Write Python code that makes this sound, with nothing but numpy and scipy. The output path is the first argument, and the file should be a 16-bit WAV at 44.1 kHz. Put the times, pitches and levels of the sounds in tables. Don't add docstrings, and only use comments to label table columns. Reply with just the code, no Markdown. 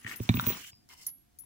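import sys
import numpy as np
from scipy import signal
from scipy.fft import rfft, irfft, next_fast_len
from scipy.io import wavfile
from scipy.ndimage import uniform_filter1d, map_coordinates

SR = 44100
rng = np.random.default_rng(int(sys.argv[2]) if len(sys.argv) > 2 else 0)


def log_audio(samples):
    frames = np.atleast_2d(samples).T
    limited = np.clip(frames, -1, 1)
    pcm = np.round(limited * 32767).astype(np.int16)
    wavfile.write(sys.argv[1], SR, pcm)


def nominal_scale(level):
    x = np.asarray(level, float) / 20
    return 10 ** x


N = 63945


def unit(x):
    return x / np.sqrt(np.mean(x ** 2) + 1e-20)


def along(points, hz):
    point_hz, value = np.transpose(points)
    return np.interp(np.log(hz + 1), np.log(point_hz + 1), value)


def filtered(x, response):
    m = next_fast_len(x.shape[-1] + 4096)
    spectrum = rfft(x, m) * response(np.fft.rfftfreq(m, 1 / SR))
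    return irfft(spectrum, m)[..., :x.shape[-1]]


def wobble(rate_hz):
    knots = rng.standard_normal(int(N * 400 / SR) + 4)
    return map_coordinates(knots, [np.arange(N) * rate_hz / SR])


def add(out, start_s, x, pan_db, lag_s):
    for channel, sign in enumerate((1, -1)):
        i = round((start_s + sign * lag_s / 2) * SR)
        part = x[max(-i, 0):][:N - max(i, 0)]
        out[channel, max(i, 0):][:len(part)] += nominal_scale(sign * pan_db / 2) * part


def ring(modes, t, rise_s, phases):
    total = np.zeros(len(t))
    for (hz, db, t60_s), phase in zip(modes, phases):
        total += nominal_scale(db - 60 * t / t60_s) * np.sin(2 * np.pi * hz * t + phase)
    return total * (1 - np.exp(-t / rise_s))


def burst(t60_s, rise_s, response):
    t = np.arange(2048) / SR
    x = filtered(rng.standard_normal(len(t)), response)
    x = x * nominal_scale(-60 * t / t60_s) * (1 - np.exp(-t / rise_s))
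    return x / abs(x).max()


def pair(response, alike):
    def turn(hz):
        return np.arccos(np.clip(along(alike, hz), -1, 1)) / 2

    def shared_and_opposite(hz):
        return response(hz) * [np.cos(turn(hz)), np.sin(turn(hz))]

    a, b = filtered(rng.standard_normal((2, N)), shared_and_opposite)
    return unit(np.array([a + b, a - b]))


# hit_s, peak_db, upper_modes_db, hard_edge_db
THUDS = [(.049, -36.5, -2.5, -4), (.2, -30.5, -9.5, 16), (0.204, -21.5, -6, -36), (0.25, -41, 0, -11),
         (0.2946, -12, 2.5, -30), (0.3439, -23.5, 5, -18.5), (0.352, -27.5, 5, -20.5),
         (0.3757, -25, 4.5, -20), (.391, -30.5, -3, -17), (0.427, -39.5, 9, 5), (0.44, -37, 1, 2.5),
         (0.4703, -24, 3, 11), (.478, -49, 14.5, 25), (0.5004, -36.5, -4, 25), (.520, -49.5, 17.5, 22),
         (.73, -54, -7.5, -8)]
# pitch_hz, level_db, t60_s
TOP_LOW = [(65.7, -29.5, 0.36), (115, 4, 0.086)]
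TOP_HIGH = [(178.3, -0.5, 0.061), (227, -6.5, 0.081)]
TOP_EDGE = [(377.5, -11.5, 0.0293), (543, -19.5, 0.032)]


def wrist_thuds():
    out, t = np.zeros((2, N)), np.arange(SR // 3) / SR
    rise_s, pan_db, lag_s, cut_hz = 0.0014, -3, 0.00036, 55
    for start_s, db, upper_db, edge_db in THUDS:
        x = ring(TOP_LOW, t, rise_s, np.zeros(9))
        x = x + nominal_scale(upper_db) * ring(TOP_HIGH, t, rise_s, -np.arange(9) * .5)
        x = x + nominal_scale(edge_db) * ring(TOP_EDGE, t, rise_s, rng.uniform(-2.3, 0, 2))
        add(out, start_s, nominal_scale(db) * x * (1 - np.exp(-t / rise_s)), pan_db, lag_s)
    return filtered(out, lambda hz: (1j * hz / (cut_hz + 1j * hz)) ** 2)


# hit_s, peak_db
BANGLE_ON_TOP = [(760, 2.5, 0.006), (1128, -0.5, 0.012), (1860, -2.5, .025), (2340, -2, 0.011),
                 (3680, -8, 0.015), (3980, -6, 0.026), (6030, -26.5, 0.023), (6960, -18.5, 0.013)]
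BANGLE_KNOCKS = [
    (.199, -45),
    (.2912, -14),
    (.2958, -22),
    (.502, -32.5),
    (.5226, -31),
]
BANGLE_RIM = [(1096, -8.5, .012), (2500, 2, 0.004), (3327, -12, .01), (3780, -10.5, .009),
              (5900, -28.5, 0.0089)]
RIM_KNOCKS = [(.201, -38.5), (0.341, -22.5), (0.3455, -36), (0.371, -24.5), (0.391, -27), (0.4667, -24),
              (.4946, -41), (.732, -50)]
CLASP = [(1000, -2, .013), (1370, 0, .011), (1900, -3, .006), (2400, -3, .006), (3750, -3, .012),
         (5500, -8, .008), (6500, -9, .007)]
CLASP_KNOCKS = [(0.3967, -14), (.441, -31), (0.443, -32), (0.449, -49), (0.4516, -44), (0.89, -59),
                (1.437, -56.5)]
NAIL = [(1410, -5, 0.0097), (1854, 5, 0.02), (2195, 4.5, 0.015), (2850, -5, 0.015)]
NAIL_KNOCKS = [(0.0468, -33), (.062, -55), (0.0653, -26), (0.076, -33.5), (0.095, -34), (0.1136, -28.5),
               (0.1215, -30.5), (.142, -41)]


def knocks():
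    out, t = np.zeros((2, N)), np.arange(2048) / SR
    bodies = [(BANGLE_ON_TOP, BANGLE_KNOCKS, -3.5, .00034),  # modes, hits, pan dB, left lag s
              (BANGLE_RIM, RIM_KNOCKS, -3.5, .00034),
              (CLASP, CLASP_KNOCKS, -0.5, .00016),
              (NAIL, NAIL_KNOCKS, 4, -.0006)]
    scatter_db, rise_s = 5, 0.00033
    for modes, hits, pan_db, lag_s in bodies:
        for start_s, db in hits:
            struck = [(hz * (1 + 0.0097 * u), level + scatter_db * v, t60_s)
                      for (hz, level, t60_s), (u, v) in zip(modes, rng.standard_normal((9, 2)))]
            x = ring(struck, t, rise_s, rng.uniform(0, 2 * np.pi, 9) / 3)
            add(out, start_s, nominal_scale(db) * x / abs(x).max(), pan_db, lag_s)
    return out


# hit_s, peak_db, left_right_db
TICKS = [(0.159, -35, 6), (0.2907, -33, -2), (0.4093, -29, -2), (.4508, -42, -2), (0.4673, -22, -2),
         (0.7548, -60, -2), (0.8896, -51, -2), (.937, -52, -2), (0.9484, -57, -2), (1.0655, -25, -5),
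         (1.0904, -38, -4), (1.1823, -59, -2), (1.3876, -39, 2), (1.3983, -44, 2), (1.4191, -55, 2),
         (1.437, -59, 2)]
# pitch_hz, level_db
TICK_BODY = [(3000, -30.5), (5500, -0.5), (9000, -5), (13000, 4), (16000, -4)]


def glass_ticks():
    out = np.zeros((2, N))
    for start_s, db, pan_db in TICKS:
        crack = burst(0.022, 0.0001, lambda hz: nominal_scale(along(TICK_BODY, hz)))
        add(out, start_s, nominal_scale(db) * crack, pan_db, -.0003)
    return out


# hit_s, peak_db, left_right_db, free_s (ringing time before it is touched)
WIDE = [(6062, -16, .06), (10320, 0, .15), (10378, -12, .3)]
WIDE_HITS = [(-.02, -48, -2, .1), (0.158, -49.5, 9, 0.097), (0.407, -49, 10, 0.037),
             (1.0659, -36, -25, .009), (1.068, -39, 0, 0.43), (1.3866, -44, 10.5, .1)]
THIN = [(13150, 0, .08), (13296, -13, .1), (13600, -14, .06)]
THIN_HITS = [
    (.159, -36, 7, .06),
    (0.344, -38.5, -13, 0.057),
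    (1.065, -23.5, -3, 0.007),
    (1.07, -38, 10, .2),
]
FREE = [(11535, 0, .31)]
FREE_HITS = [
    (0.106, -47, 2, .04),
    (1.0672, -38, -4.5, .4),
    (1.391, -50, 3, .1),
]
CAPPED = [(14370, 0, .09)]
CAPPED_HITS = [
    (0.16, -35.5, 2.6, .06),
]
SMALL = [(15397, 0, .25), (15592, -9, .35), (15784, -24, .1)]
SMALL_HITS = [(0.21, -46, -8, 0.017), (0.2277, -36, 4, 0.01), (0.303, -41, -7, 0.047),
              (0.3506, -40.5, 23, 0.11), (0.405, -34, 2, 0.036), (.461, -30, 16, 0.014),
              (0.4671, -26.5, -13.5, 0.051), (0.486, -33, 10, .13)]
BEADED = [(12380, 0, .03), (13250, -3, .025), (7700, -5, .04)]
BEADED_HITS = [(.347, -40, 5, 0.06), (.408, -47, 6, .03), (0.452, -41, 0, .012), (.466, -30, -3, 0.018),
               (0.483, -36, 4, 0.009), (.493, -35.5, -8, 0.0099)]
CHARM = [(5752, 0, .12)]
CHARM_HITS = [(0.207, -59, 0, .012), (.224, -69, 0, 0.017), (.298, -67, 0, 0.025), (.45, -61, 0, 0.0093),
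              (0.48, -40.5, 0.016, 0.02), (.52, -45, 0, 0.055)]
STRAND = [(4960, 0, .4), (5060, -1, .3), (5150, -4, .3)]
STRAND_HITS = [
    (.715, -58.5, 0.0095, .14),
]
LOOSE = [(13670, 0, .07)]
LOOSE_HITS = [
    (1.3872, -42, 3, .1),
]


def bangles():
    out, t = np.zeros((2, N)), np.arange(SR // 2) / SR
    rise_s, damp_t60_s, rattle_db = 0.0034, 0.011, 2
    pieces = [(WIDE, WIDE_HITS), (THIN, THIN_HITS), (FREE, FREE_HITS), (CAPPED, CAPPED_HITS),
              (SMALL, SMALL_HITS), (BEADED, BEADED_HITS), (CHARM, CHARM_HITS),
              (STRAND, STRAND_HITS), (LOOSE, LOOSE_HITS)]
    for modes, hits in pieces:
        for start_s, db, pan_db, free_s in hits:
            damping_db = 60 * np.maximum(t - free_s, 0) / damp_t60_s
            level_db = db - damping_db + rattle_db * wobble(250)[:len(t)]
            x = ring(modes, t, rise_s, rng.uniform(0, 2 * np.pi, 9)) * nominal_scale(level_db)
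            add(out, start_s, x, pan_db, -.0003)
    return out


def patchy(x):
    z = signal.stft(x, nperseg=256)[2]
    field = uniform_filter1d(rng.standard_normal(z.shape[1:]), 5, 0)
    field = uniform_filter1d(field, 12, 1)
    return unit(signal.istft(z * nominal_scale(1.6 * unit(field)), nperseg=256)[1][:, :N])


def grain():
    slips = unit(uniform_filter1d(rng.standard_normal(N), int(SR / 2500)))
    return nominal_scale(1 * slips + 1.8 * wobble(120))


# time_s, level_db, sheen_over_it_db
STROKES = [
    [(0, -66, 2), (.042, -61, 0), (.058, -58.5, -9.5), (.068, -45.5, -12.5), (.085, -46, 0),
     (.125, -47.5, 0.5), (.135, -47, -6), (.15, -52, -3), (.19, -60.5, -1)],
    [(.19, -56.5, -2.5), (.25, -57.5, 3.5), (.285, -54.5, -0.5), (.31, -51.5, -5.5), (.43, -48, -1.5),
     (.5, -41.5, -3.5), (.575, -47.5, -5), (.63, -62, -6)],
    [(.57, -61, 2), (.61, -49.5, 0.5), (.65, -53.5, 0.5), (.685, -53, 5.5), (.708, -60, 4)],
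    [(.889, -63.5, 11), (.9, -58.5, 2), (.92, -54.5, 0), (.94, -57, 6.5), (.947, -66, 0.5), (.99, -62, 3.5),
     (1.025, -62.5, 10), (1.04, -61.5, 5.5), (1.057, -79.5, 23), (1.064, -60.5, 7.5), (1.092, -60, 2.5),
     (1.112, -73.5, -2)],
]
# pitch_hz, width_hz, level_db
SCRAPE_PEAKS = [
    [(1280, 340, 4.5), (1780, 320, 6), (2780, 430, 6)],
    [(1100, 200, 3), (1840, 480, -0.5), (2920, 190, 0.5), (5750, 250, 7)],
    [(590, 940, -13), (1590, 120, 9), (2970, 210, 10)],
    [(995, 78, 7), (2110, 99, 9.5), (2970, 220, 8), (4500, 320, 6.5), (5280, 230, 11.5)],
]
STROKE_LAG_SAMPLES = [-28, -4, 4, 4]
# pitch_hz, level_db
SCRAPE = [(300, -48.5), (800, -6), (2000, -3.5), (3200, -4.5), (4500, -15.5), (8000, -42)]
SHEEN = [(2500, -17.5), (4700, -3.5), (7000, 0), (10000, -7.5), (16000, -7)]
SHAKE = [(30, -20), (100, -4), (300, -1), (600, -14), (1200, -27)]


def sliding():
    t, out = np.arange(N) / SR, np.zeros((2, N))
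    alike = [(1000, 0.2)]
    scrape = patchy(grain() * pair(lambda hz: nominal_scale(along(SCRAPE, hz)), alike))
    sheen = patchy(grain() * pair(lambda hz: nominal_scale(along(SHEEN, hz)), alike))
    shudder = pair(lambda hz: nominal_scale(along(SHAKE, hz)), [(100, 1.0), (600, 0.59)])
    shudder = unit(nominal_scale(1.28 * wobble(57.0)) * shudder)
    pans_db, shudders_db = [1.5, 0, 0, 0.5], [-9, -8, -20, -16.5]
    for stroke, peaks, pan_db, shudder_db, lag in zip(STROKES, SCRAPE_PEAKS, pans_db, shudders_db,
                                                      STROKE_LAG_SAMPLES):
        def body(hz):
            return nominal_scale(sum(db * np.exp(-((hz - centre) / width) ** 2) for centre, width, db in peaks))

        def through_body(x):
            return unit(filtered(np.array([np.roll(x[0], lag), x[1]]), body))

        time_s, level, bright = np.transpose(stroke)
        level_db = np.interp(t, time_s, level) + np.array([[.5], [-.5]]) * pan_db
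        sheen_db = np.interp(t, time_s, bright)
        edge = np.clip(np.minimum(t - time_s[0], time_s[-1] - t) / 0.0006 + .5, 0, 1)
        mix = through_body(scrape) + nominal_scale(sheen_db) * through_body(sheen) + nominal_scale(shudder_db) * shudder
        out += edge * nominal_scale(level_db) * mix
    return out


def walls(x):
    t = np.arange(SR // 5) / SR
    tail = rng.standard_normal((2, len(t))) * nominal_scale(-60 * t / .1) * (t > .002)
    return nominal_scale(-13) * signal.fftconvolve(x, tail / np.linalg.norm(tail[0]), axes=1)[:, :N]


# pitch_hz, level_db
ROOM = [(22, -12.5), (62, 1), (301, -6.5), (513, -19), (1220, -22), (4940, -25), (6540, -25.5),
        (16000, -28)]
# pitch_hz, likeness (1 same, -1 opposite)
ROOM_ALIKE = [(60, 1), (380, -0.41), (2380, 0.24), (15000, -0.1)]


def room_hum():
    def colour(hz):
        duct_db = 13 * np.exp(-((hz - 713) / 30) ** 2)
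        return nominal_scale(along(ROOM, hz) + duct_db)

    return nominal_scale(-67 + .8 * wobble(6.2)) * pair(colour, ROOM_ALIKE)


def scene():
    hard = sliding() + bangles() + knocks() + glass_ticks()
    return hard + walls(hard) + wrist_thuds() + room_hum()


def roll_off(x):
    return signal.sosfilt(signal.butter(12, 17120, fs=SR, output="sos"), x)


def record(dry):
    mix = filtered(dry, lambda hz: 1 / np.sqrt(1 + (hz / 15850) ** 300))
    return roll_off(mix)


dry = scene()
out = record(dry)
log_audio(out)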